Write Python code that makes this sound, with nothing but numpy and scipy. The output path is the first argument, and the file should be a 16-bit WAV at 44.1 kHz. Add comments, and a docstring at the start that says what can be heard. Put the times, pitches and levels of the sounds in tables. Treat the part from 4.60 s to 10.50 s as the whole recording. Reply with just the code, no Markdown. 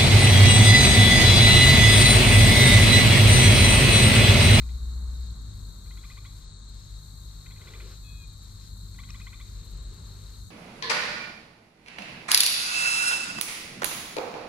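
"""A summer pond, from a kayak: cicadas and crickets on the wooded bank are bands of pulsing noise and a pure trill.
Right of the microphones a katydid ticks and buzzes, its wing strokes gating noise and a high ring.
A far engine hums in three wavering orders and slows down; far traffic and leaves are a hush of shaped noise.
A bird rattles bursts of rising chirps built from harmonics; another gives a thin whistle and a fainter short note.
Close by, a sleeve rustles in cloth-coloured noise as the angler moves the rod, which ticks twice in damped modes."""
import sys
import numpy as np
from scipy import signal
from scipy.fft import rfft, irfft, next_fast_len
from scipy.io import wavfile
from scipy.ndimage import uniform_filter1d

SR = 44100
rng = np.random.default_rng(int(sys.argv[2]) if len(sys.argv) > 2 else 0)


def digitize_waveform(pressure):
    """Quantize a signal to 16-bit integers and store it at the path in sys.argv[1].

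    Rows of a 2-D input are taken as channels; values are limited to [-1, 1].
    """
    field = np.atleast_2d(pressure).T
    bounded = np.clip(field, -1, 1)
    quanta = np.round(bounded * 32767).astype(np.int16)
    wavfile.write(sys.argv[1], SR, quanta)


N = 260410
T = np.arange(N) / SR  # time [s]


def undb(db):
    """Decibels to an amplitude factor."""
    return 10 ** (np.asarray(db) / 20)


def unit(x):
    """Scale to rms 1."""
    return x / np.sqrt(np.mean(x ** 2))


def curves(table):
    """Columns of a (time, value, ...) table at every sample."""
    times, *columns = np.transpose(table)
    return [np.interp(T, times, column) for column in columns]


def over_hz(table, hz):
    """Read a (frequency, value) table on a log frequency axis."""
    freqs, values = np.transpose(table)
    return np.interp(np.log(hz + 1), np.log(freqs), values)


def pan(db):
    """Gains of left and right for a left minus right level difference."""
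    return undb(np.array([[db], [-db]]) / 2)


def bump(t, width):
    """Bell-shaped swell around zero."""
    return np.exp(-(t / width) ** 2)


def gate(start, end, attack, release):
    """Ramp up from the start, hold, ramp down after the end."""
    rising = (T - start) / attack
    falling = 1 + (end - T) / release
    return np.clip(np.minimum(rising, falling), 0, 1)


def noise(gain_at, alike, pan_db):
    """Coloured noise, partly the same in both channels; mid rms near 1 before panning."""
    size = next_fast_len(N)
    alike = np.clip(alike, 0, 1)
    gain = gain_at(np.arange(size // 2 + 1) * SR / size)
    mid, side = irfft(rfft(rng.standard_normal((2, size))) * gain, size)[:, :N]
    opposite = side * np.array([[1], [-1]])
    return pan(pan_db) * (np.sqrt(1 + alike) * mid + np.sqrt(1 - alike) * opposite) / np.std(mid)


def coloured(table, alike, pan_db):
    """Noise with the spectrum of a table, silent outside it."""
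    lowest, highest = table[0][0], table[-1][0]
    return noise(lambda hz: undb(over_hz(table, hz)) * (hz > lowest) * (hz < highest), alike, pan_db)


def walk(rate):
    """Random levels held 1 / rate s and slewed twice; spread 1."""
    k = int(SR / rate)
    steps = np.repeat(rng.standard_normal(N // k + 1), k)
    w = uniform_filter1d(uniform_filter1d(steps, k), k)[:N]
    return unit(w - w.mean())


def throb(rate, sharp, drift):
    """One smooth bump per pulse at a slightly wandering rate; rms 1."""
    phase = 2 * np.pi * np.cumsum(rate * (1 + drift * walk(6))) / SR
    return unit(np.exp(sharp * np.cos(phase)))


def bank(x, wet_db, t60):
    """Scattered echoes from trees and water: decaying noise, different in each channel."""
    t = T[:SR]
    tail = rng.standard_normal((2, len(t))) * np.exp(-np.log(1000) * t / t60) * (t > .004)
    tail /= np.sqrt(np.sum(tail ** 2, axis=1, keepdims=True))
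    return x + undb(wet_db) * signal.fftconvolve(x[None], tail, axes=1)[:, :N]


# insect choirs on the bank: (centre [Hz], width at half amplitude [Hz], level [dB], pulse rate [1/s],
# throb depth [0-1], left minus right [dB], likeness of the channels [0-1])
CHOIR_BANDS = [(3840, 330, -64, 53.5, 0.18, 8, 0.8), (4202, 283, -63, 51.5, 0.25, 8.5, 0.5),
               (4430, 275, -66.5, 110, 0.35, 3.5, 0.12), (6430, 200, -71.5, 39, 0.52, -0.5, 0.34),
               (6700, 89, -75, 48, 0, 0, 0.33), (7550, 720, -71.5, 42, 0.14, 10.5, 0.52),
               (7160, 1840, -66.5, 33, 0.13, 6, 0.1), (8390, 950, -73.5, 41, 0.01, 11.5, 0.2),
               (5860, 190, -79.5, 26, 0, 8, 0.05), (4000, 46, -71.5, 50, 0, 4, 0.5)]


def choirs():
    """Many singers blur into noise in their body resonance; the nearest leave a throb at the pulse rate."""
    out = 0
    for hz, width, db, rate, depth, pan_db, alike in CHOIR_BANDS:
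        band = noise(lambda f: 1 / (1 + (2 * (f - hz) / width) ** 4), alike, pan_db)
        depth = np.clip(depth, 0, 1)
        pulsing = 1 - depth + depth * throb(rate, 1.8, 0.0197)
        level = undb(db + 0.06 * walk(2.7) + 0.1 * walk(14))
        out = out + level * pulsing * band
    return out


# level of the one clear cricket: (time [s], level [dB])
CRICKET_LEVEL = [(0.6, -81), (0.8, -74), (1.4, -75), (2.7, -77), (3.7, -76), (4.1, -80), (5.9, -83)]
CRICKET_HZ, CRICKET_RATE = 3365, 38.2  # mean pitch [Hz], pulses per second


def cricket():
    """A steady trill of short pure pulses, with close echoes, to the left."""
    tone = np.sin(2 * np.pi * np.cumsum(CRICKET_HZ * (1 + .004 * walk(30))) / SR)
    pulses = throb(CRICKET_RATE, 2.5, .006) * tone
    level = undb(curves(CRICKET_LEVEL)[0] + 1.5 * walk(9))
    return bank(level * pulses, -9, .08) * pan(7)


# katydid's buzzes: (start [s], end [s], wing strokes [1/s], rasp level [dB], wing ring level [dB])
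KATYDID_BUZZES = [(0, 0.662, 56, -76.5, -81), (0.92, 1.42, 52.4, -75, -77), (1.412, 1.856, 62, -76, -80),
                  (2.359, 3.631, 65, -75.5, -74.5), (3.897, 4.572, 58.6, -73.5, -82),
                  (4.56, 5.155, 61, -77.5, -78), (5.45, 5.9, 61, -74, -78)]
# its single ticks: (time [s], level before a common trim [dB])
KATYDID_TICKS = [(0.6038, -67), (0.6594, -63), (0.7063, -64), (0.7565, -65), (0.8135, -65), (0.8594, -69),
                 (1.9023, -79), (1.948, -82), (1.9897, -75), (2.0399, -73), (2.0881, -66), (2.144, -66),
                 (2.1935, -65), (2.2514, -69), (2.3053, -65), (3.6234, -64), (3.674, -62), (3.726, -63),
                 (3.7737, -62), (3.8292, -62), (3.8731, -66), (5.0494, -65), (5.1067, -63), (5.1682, -64),
                 (5.2242, -64), (5.2797, -69), (5.3358, -61)]
# rasp spectrum of the wing: (frequency [Hz], relative level per Hz [dB])
WING_SPECTRUM = [(8800, -2), (9700, -4), (10400, -1), (11000, -4), (12000, -2), (13000, -5), (13600, -2.5),
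                 (14500, -4), (15300, -7), (15800, -24)]
# spectrum of the reverberant hiss: (frequency [Hz], relative level per Hz [dB])
REVERB_SPECTRUM = [(5180, -12.5), (8800, -8.5), (9300, -13.5), (9770, -12), (12000, -9.5), (12500, -9),
                   (14100, -16), (15200, -21), (15700, -36)]
# the high hiss dips while the katydid only ticks: (end of the fall [s], recovery [s], depth [dB])
HISS_LULLS = [(.6, .45, 7), (1.84, 0.49, 18.5), (3.62, 0.33, 6), (5.1, 0.31, 10)]
LULL_FALL_S = 0.044
RING_HZ = 12000  # centre of the wobbling wing ring
MIRROR_HZ, MIRROR_WIDTH_HZ = 12300, 600  # ringing cell of the wing under single ticks
REVERB_DB = -69  # hiss outside the lulls


def katydid():
    """Wing strokes gate a rasp of file teeth and ring the wing; the buzz scatters into a smooth reverberant hiss."""
    strokes, ring, ticks = np.zeros((3, N))
    uneven = undb(1.0 * walk(50))
    wobble = np.cumsum(120 * walk(250)) / SR  # in cycles
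    for start, end, rate, rasp_db, ring_db in KATYDID_BUZZES:
        envelope = np.clip(np.minimum((T - start) / 0.02, (end - T) / 0.0091), 0, 1)
        beating = envelope * throb(rate, 0.84, 0.0061)
        strokes += undb(rasp_db) * beating
        ring += undb(ring_db) * beating
    ring *= np.sin(2 * np.pi * (RING_HZ * T + wobble))
    for s, db in KATYDID_TICKS:
        u = np.clip((T - s + .003) / 0.0072, 0, 50)
        ticks += undb(db - 7.5) * u * np.exp(1 - u)
    cell = noise(lambda f: 1 / (1 + (2 * (f - MIRROR_HZ) / MIRROR_WIDTH_HZ) ** 2), 0.55, -12)
    rasp = (strokes + ticks) * coloured(WING_SPECTRUM, 0.64, -6)
    direct = rasp + undb(-6) * ticks * cell + ring * pan(-14)
    lull_db = sum(depth_db * gate(s - LULL_FALL_S, s, LULL_FALL_S, back) for s, back, depth_db in HISS_LULLS)
    hiss_level = undb(REVERB_DB - lull_db + 1.0 * walk(25.04))
    return uneven * direct + hiss_level * coloured(REVERB_SPECTRUM, 0.12, -2.0)


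# spectrum of the engine's rumble: (frequency [Hz], relative level per Hz [dB])
RUMBLE_SPECTRUM = [(20, -6), (35, 9), (45, 16.5), (60, 10), (80, 9.5), (120, 1), (160, -1), (220, -5.5),
                   (300, -18.5), (400, -23.5)]
# rise and fall of the rumble: (time [s], level [dB])
RUMBLE_LEVEL = [(0, -44.5), (.9, -43.5), (1.35, -49.5), (2.9, -50.5), (3.6, -48.5), (5.9, -47)]
LOAD_HZ, IDLE_HZ = 60.3, 50.3  # mean firing rate
THROTTLE_OFF_S, SLOWING_S = .63, 0.3015  # start and length of the slowing
# levels (under load, at idle) [dB]
FIRING_DB, SECOND_ORDER_DB, THIRD_ORDER_DB = (-31.5, -45.5), (-62, -50.5), (-66, -61.5)


def engine():
    """Firing tone and its orders waver on the way over the water; a rumble goes with them."""
    idle = np.clip((T - THROTTLE_OFF_S) / SLOWING_S, 0, 1)

    def level(pair):
        """Slide from the load level to the idle level."""
        return undb(pair[0] + (pair[1] - pair[0]) * idle)

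    hz = LOAD_HZ + (IDLE_HZ - LOAD_HZ) * idle + .5 * walk(4)
    phase = 2 * np.pi * np.cumsum(hz) / SR
    # the firing tone is steady under load, uneven at idle
    tone = level(FIRING_DB) * undb((-0.15 + 3.47 * idle) * walk(10)) * np.sin(phase)
    tone += level(SECOND_ORDER_DB) * undb(2.75 * walk(9)) * np.sin(2 * phase)
    tone += level(THIRD_ORDER_DB) * undb(3.4 * walk(5)) * np.sin(3 * phase)
    rumble_level = undb(curves(RUMBLE_LEVEL)[0] + 0.56 * walk(2.36))
    rumble = rumble_level * coloured(RUMBLE_SPECTRUM, 0.93, 2.1)
    return np.sqrt(2) * tone * pan(2.3) + rumble


# spectrum of the far traffic: (frequency [Hz], relative level per Hz [dB])
TRAFFIC_SPECTRUM = [(200, -1.5), (400, -2), (700, -10), (1100, -2.5), (1500, -7), (2200, -20), (2600, -33)]
# rise and fall of the traffic: (time [s], level [dB])
TRAFFIC_LEVEL = [(0.0, -64), (0.43, -62.5), (0.85, -65.5), (2.7, -67), (3.09, -64), (3.42, -67.5),
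                 (5.06, -67.5), (5.45, -64.5), (5.9, -67.5)]


def traffic():
    """Far traffic merges into low noise that slowly swells."""
    return undb(curves(TRAFFIC_LEVEL)[0] + 0.34 * walk(5.4)) * coloured(TRAFFIC_SPECTRUM, 0.55, 1.3)


# spectrum of the hush of leaves: (frequency [Hz], relative level per Hz [dB])
LEAVES_SPECTRUM = [(1500, 2.5), (2200, 1.5), (2900, -1), (3600, 7.5), (5200, 8.5), (9000, -3.5),
                   (11000, -41)]
LEAVES_DB = -67.5


def leaves():
    """Countless small rustles blur into an unsteady hush of noise."""
    return undb(LEAVES_DB + 2.3 * walk(11)) * coloured(LEAVES_SPECTRUM, 0.71, 4.1)


# rattling bird: (time of first accent [s], level [dB], end pitch [Hz], croak over second harmonic [dB])
RATTLE_CHIRPS = [(0.0242, -59, 1210, -4), (0.0952, -60, 1170, -3), (1.2633, -62.5, 1190, -4),
                 (1.314, -53.5, 1090, -8), (1.3777, -51.5, 1135, -3.5), (1.4418, -52, 1200, -6),
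                 (1.5046, -47, 1230, -13), (1.5747, -49, 1182, -8), (1.6553, -49, 1130, -6),
                 (2.866, -52, 1075, -3), (2.9118, -52.5, 1130, -5), (2.965, -59, 1230, -4),
                 (3.017, -50.5, 1120, -9), (3.0769, -49.5, 1166, -6), (3.1404, -47, 1197, -10),
                 (3.2075, -48.5, 1160, 0), (4.3516, -64, 1140, -4), (4.392, -47.5, 1160, -15),
                 (4.4382, -54.5, 1114, -3), (4.4922, -49, 1242, -10), (4.5484, -48.5, 1160, -8),
                 (4.6059, -49, 1250, -9), (4.6716, -46, 1158, -9.5), (4.7343, -47.5, 1190, -4.5),
                 (4.8034, -48.5, 1162, -6.5)]
CHIRP_HZ = 1023  # pitch at the first accent
CROAK_LEAD_S, RISE_HZ_PER_S = 0.0032, 14000  # the croak leads the first accent; pitch slope up to there
GLIDE_S, GLIDE_S_PER_HZ = 0.0059, 3.5e-5  # a wider glide takes longer
ACCENT_DB, ACCENT_DB_PER_HZ = -16, 0.0892  # and ends in a stronger second accent
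THROAT_HZ, THROAT_WIDTH_HZ = 3450, 230  # resonance that the third harmonic sweeps through
TOP_PER_CROAK = 0.39  # harsher chirps also ring the throat more [dB per dB]
# mean levels: first harmonic, third harmonic late and early (dB over the second harmonic),
# lower and upper croak line (dB over the croak); each chirp scatters around them
PARTIALS_DB, PARTIAL_SCATTER_DB = [-7, -1.5, -10, -1, 0], 1.2


def rattler():
    """Each chirp starts in a croak of alternating strong and weak cycles, then three harmonics glide up."""
    out = np.zeros(N)
    lead = SR // 50  # samples before the first accent
    t = np.arange(-lead, SR // 25) / SR
    scatter = PARTIAL_SCATTER_DB * rng.standard_normal((len(RATTLE_CHIRPS), len(PARTIALS_DB)))
    for (s, db, end_hz, croak_db), partials in zip(RATTLE_CHIRPS, PARTIALS_DB + scatter):
        first_db, late_db, early_db, low_db, high_db = partials
        rise = end_hz - CHIRP_HZ
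        gap = GLIDE_S + GLIDE_S_PER_HZ * rise
        accent_db = ACCENT_DB + ACCENT_DB_PER_HZ * rise
        glide = np.sin(np.pi / 2 * np.clip(t / gap, 0, 1)) ** 1.57
        hz = CHIRP_HZ + RISE_HZ_PER_S * np.minimum(t, 0) + rise * glide
        phase = 2 * np.pi * np.cumsum(hz) / SR
        first = undb(first_db) * bump(t - 0.62 * gap, 0.0095)
        second = bump(t, 0.0047) + undb(accent_db) * bump(t - gap, 0.0037)
        throat = bump(3 * hz - THROAT_HZ, THROAT_WIDTH_HZ)
        third = undb(early_db) * bump(t - .001, 0.005)
        third += undb(late_db + TOP_PER_CROAK * croak_db) * bump(t - gap, .007) * throat
        # the alternation puts lines halfway between the harmonics
        croak = undb(low_db) * np.sin(1.5 * phase) + undb(high_db) * np.sin(2.5 * phase)
        croak *= undb(croak_db) * bump(t + CROAK_LEAD_S, 0.0051)
        note = first * np.sin(phase) + second * np.sin(2 * phase) + third * np.sin(3 * phase)
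        i = int(s * SR) - lead
        out[i:i + len(t)] += (undb(db) * (note + croak))[:N - i]
    out *= undb(2.5 * walk(400))
    near, far = bank(out, -10, .06), bank(out, -8, .9)
    return (near + far - out) * pan(0.76)  # the direct sound counts once


# sleeve sliding close to the microphones: (start [s], end [s], level [dB])
SLEEVE_SLIDES = [(2.95, 3.31, -59.5), (4.795, 5.74, -66.5)]
SLEEVE_ATTACK_S, SLEEVE_RELEASE_S = .12, .07
# spectrum of the cloth: (frequency [Hz], relative level per Hz [dB])
CLOTH_SPECTRUM = [(250, -20), (380, 2.5), (550, -8.5), (800, -19.5), (1200, -10.5), (2000, -15.5),
                  (3200, -16), (6000, -23.5), (9000, -38)]
# ticks of the rod: (time [s], level [dB])
ROD_TICKS = [(2.975, -61), (4.5043, -42)]
# modes of the rod: (frequency [Hz], relative level [dB], decay by 60 dB [s])
ROD_MODES = [(1050, -10, .012), (1920, 0, .01), (2790, 5, 0.008), (5150, 4, 0.01), (5550, 8, 0.011),
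             (6000, 7, .009)]
CONTACT_S, ROD_PAN_DB = .0006, 7  # onset time; the ticks are louder on the left


def angler():
    """Cloth slides in uneven rustles of noise; the rod gives dry ticks of fast-damped modes."""
    slide = sum(undb(db) * gate(s0, s1, SLEEVE_ATTACK_S, SLEEVE_RELEASE_S) for s0, s1, db in SLEEVE_SLIDES)
    out = slide * undb(1.3 * walk(25)) * coloured(CLOTH_SPECTRUM, 1.0, 0.54)
    for s, db in ROD_TICKS:
        t = np.clip(T - s, 0, 1)
        modes = 0
        for hz, mode_db, t60 in ROD_MODES:
            modes = modes + undb(mode_db) * np.exp(-np.log(1000) * t / t60) * np.sin(2 * np.pi * hz * t)
        out += undb(db) * pan(ROD_PAN_DB) * (1 - np.exp(-t / CONTACT_S)) * modes
    return out


# whistling bird: (start [s], length [s], third harmonic at the start [Hz], level before the swell [dB])
WHISTLE_NOTES = [(3.42, .225, 2540, -63.5), (3.69, 0.052, 2460, -75)]
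WHISTLE_ATTACK_S, WHISTLE_RELEASE_S, WHISTLE_SWELL_DB_PER_S = 0.03, 0.014, 15
SAG_HZ_PER_S, DROP_HZ = 180, 60  # of the third harmonic; the drop takes the last 50 ms
SECOND_DB, FOURTH_DB, FOURTH_FADE_DB_PER_S = -14, -1, 40  # over the third harmonic


def whistler():
    """A thin held note that swells, sags in pitch and drops at its end; its upper harmonic is breathy."""
    out = 0
    blur = .6 * walk(70)  # phase jitter [rad]
    for s, hold, start_hz, db in WHISTLE_NOTES:
        hz = start_hz - SAG_HZ_PER_S * (T - s) - DROP_HZ * gate(s + hold - .05, 9, .05, 1)
        phase = 2 * np.pi * np.cumsum(hz * (1 + .002 * walk(60))) / SR / 3  # of the fundamental
        fourth_db = FOURTH_DB - FOURTH_FADE_DB_PER_S * np.clip(T - s, 0, 1)
        tone = np.sin(3 * phase) + undb(SECOND_DB) * np.sin(2 * phase)
        tone += undb(fourth_db) * np.sin(4 * phase + blur)
        envelope = gate(s, s + hold, WHISTLE_ATTACK_S, WHISTLE_RELEASE_S) ** 2
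        out = out + undb(db + WHISTLE_SWELL_DB_PER_S * (T - s)) * envelope * tone
    return bank(np.sqrt(2) * undb(.8 * walk(50)) * out, -8, .25) * pan(3.5)


def scene():
    """All singers, the engine and the angler over the hush of far traffic and leaves."""
    insects = choirs() + cricket() + katydid()
    birds = rattler() + whistler()
    return insects + engine() + traffic() + leaves() + birds + angler()


# rough phase between the channels, by frequency band: (frequency [Hz], lead of the left [rad])
CHANNEL_PHASE = [(30, -0.06), (120, -0.12), (300, -0.3), (800, -1.02), (3300, -0.87), (4200, -0.96),
                 (5900, 3), (6400, 3.0), (8000, 3.5), (9300, 4.5), (15000, 7.5)]
TOP_HZ = 15700  # upper band edge


def record(dry):
    """The left channel is turned in phase by band; the top is cut."""
    size = next_fast_len(N + SR)
    margin = SR // 4
    turn = np.exp(1j * over_hz(CHANNEL_PHASE, np.arange(size // 2 + 1) * SR / size))
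    left = np.pad(dry[0], margin, "reflect", reflect_type="odd")
    turned = irfft(rfft(left, size) * turn, size)[margin:margin + N]
    low_pass = signal.ellip(10, .2, 80, TOP_HZ, fs=SR, output="sos")
    return signal.sosfilt(low_pass, np.array([turned, dry[1]]))


dry = scene()
out = record(dry)
digitize_waveform(out)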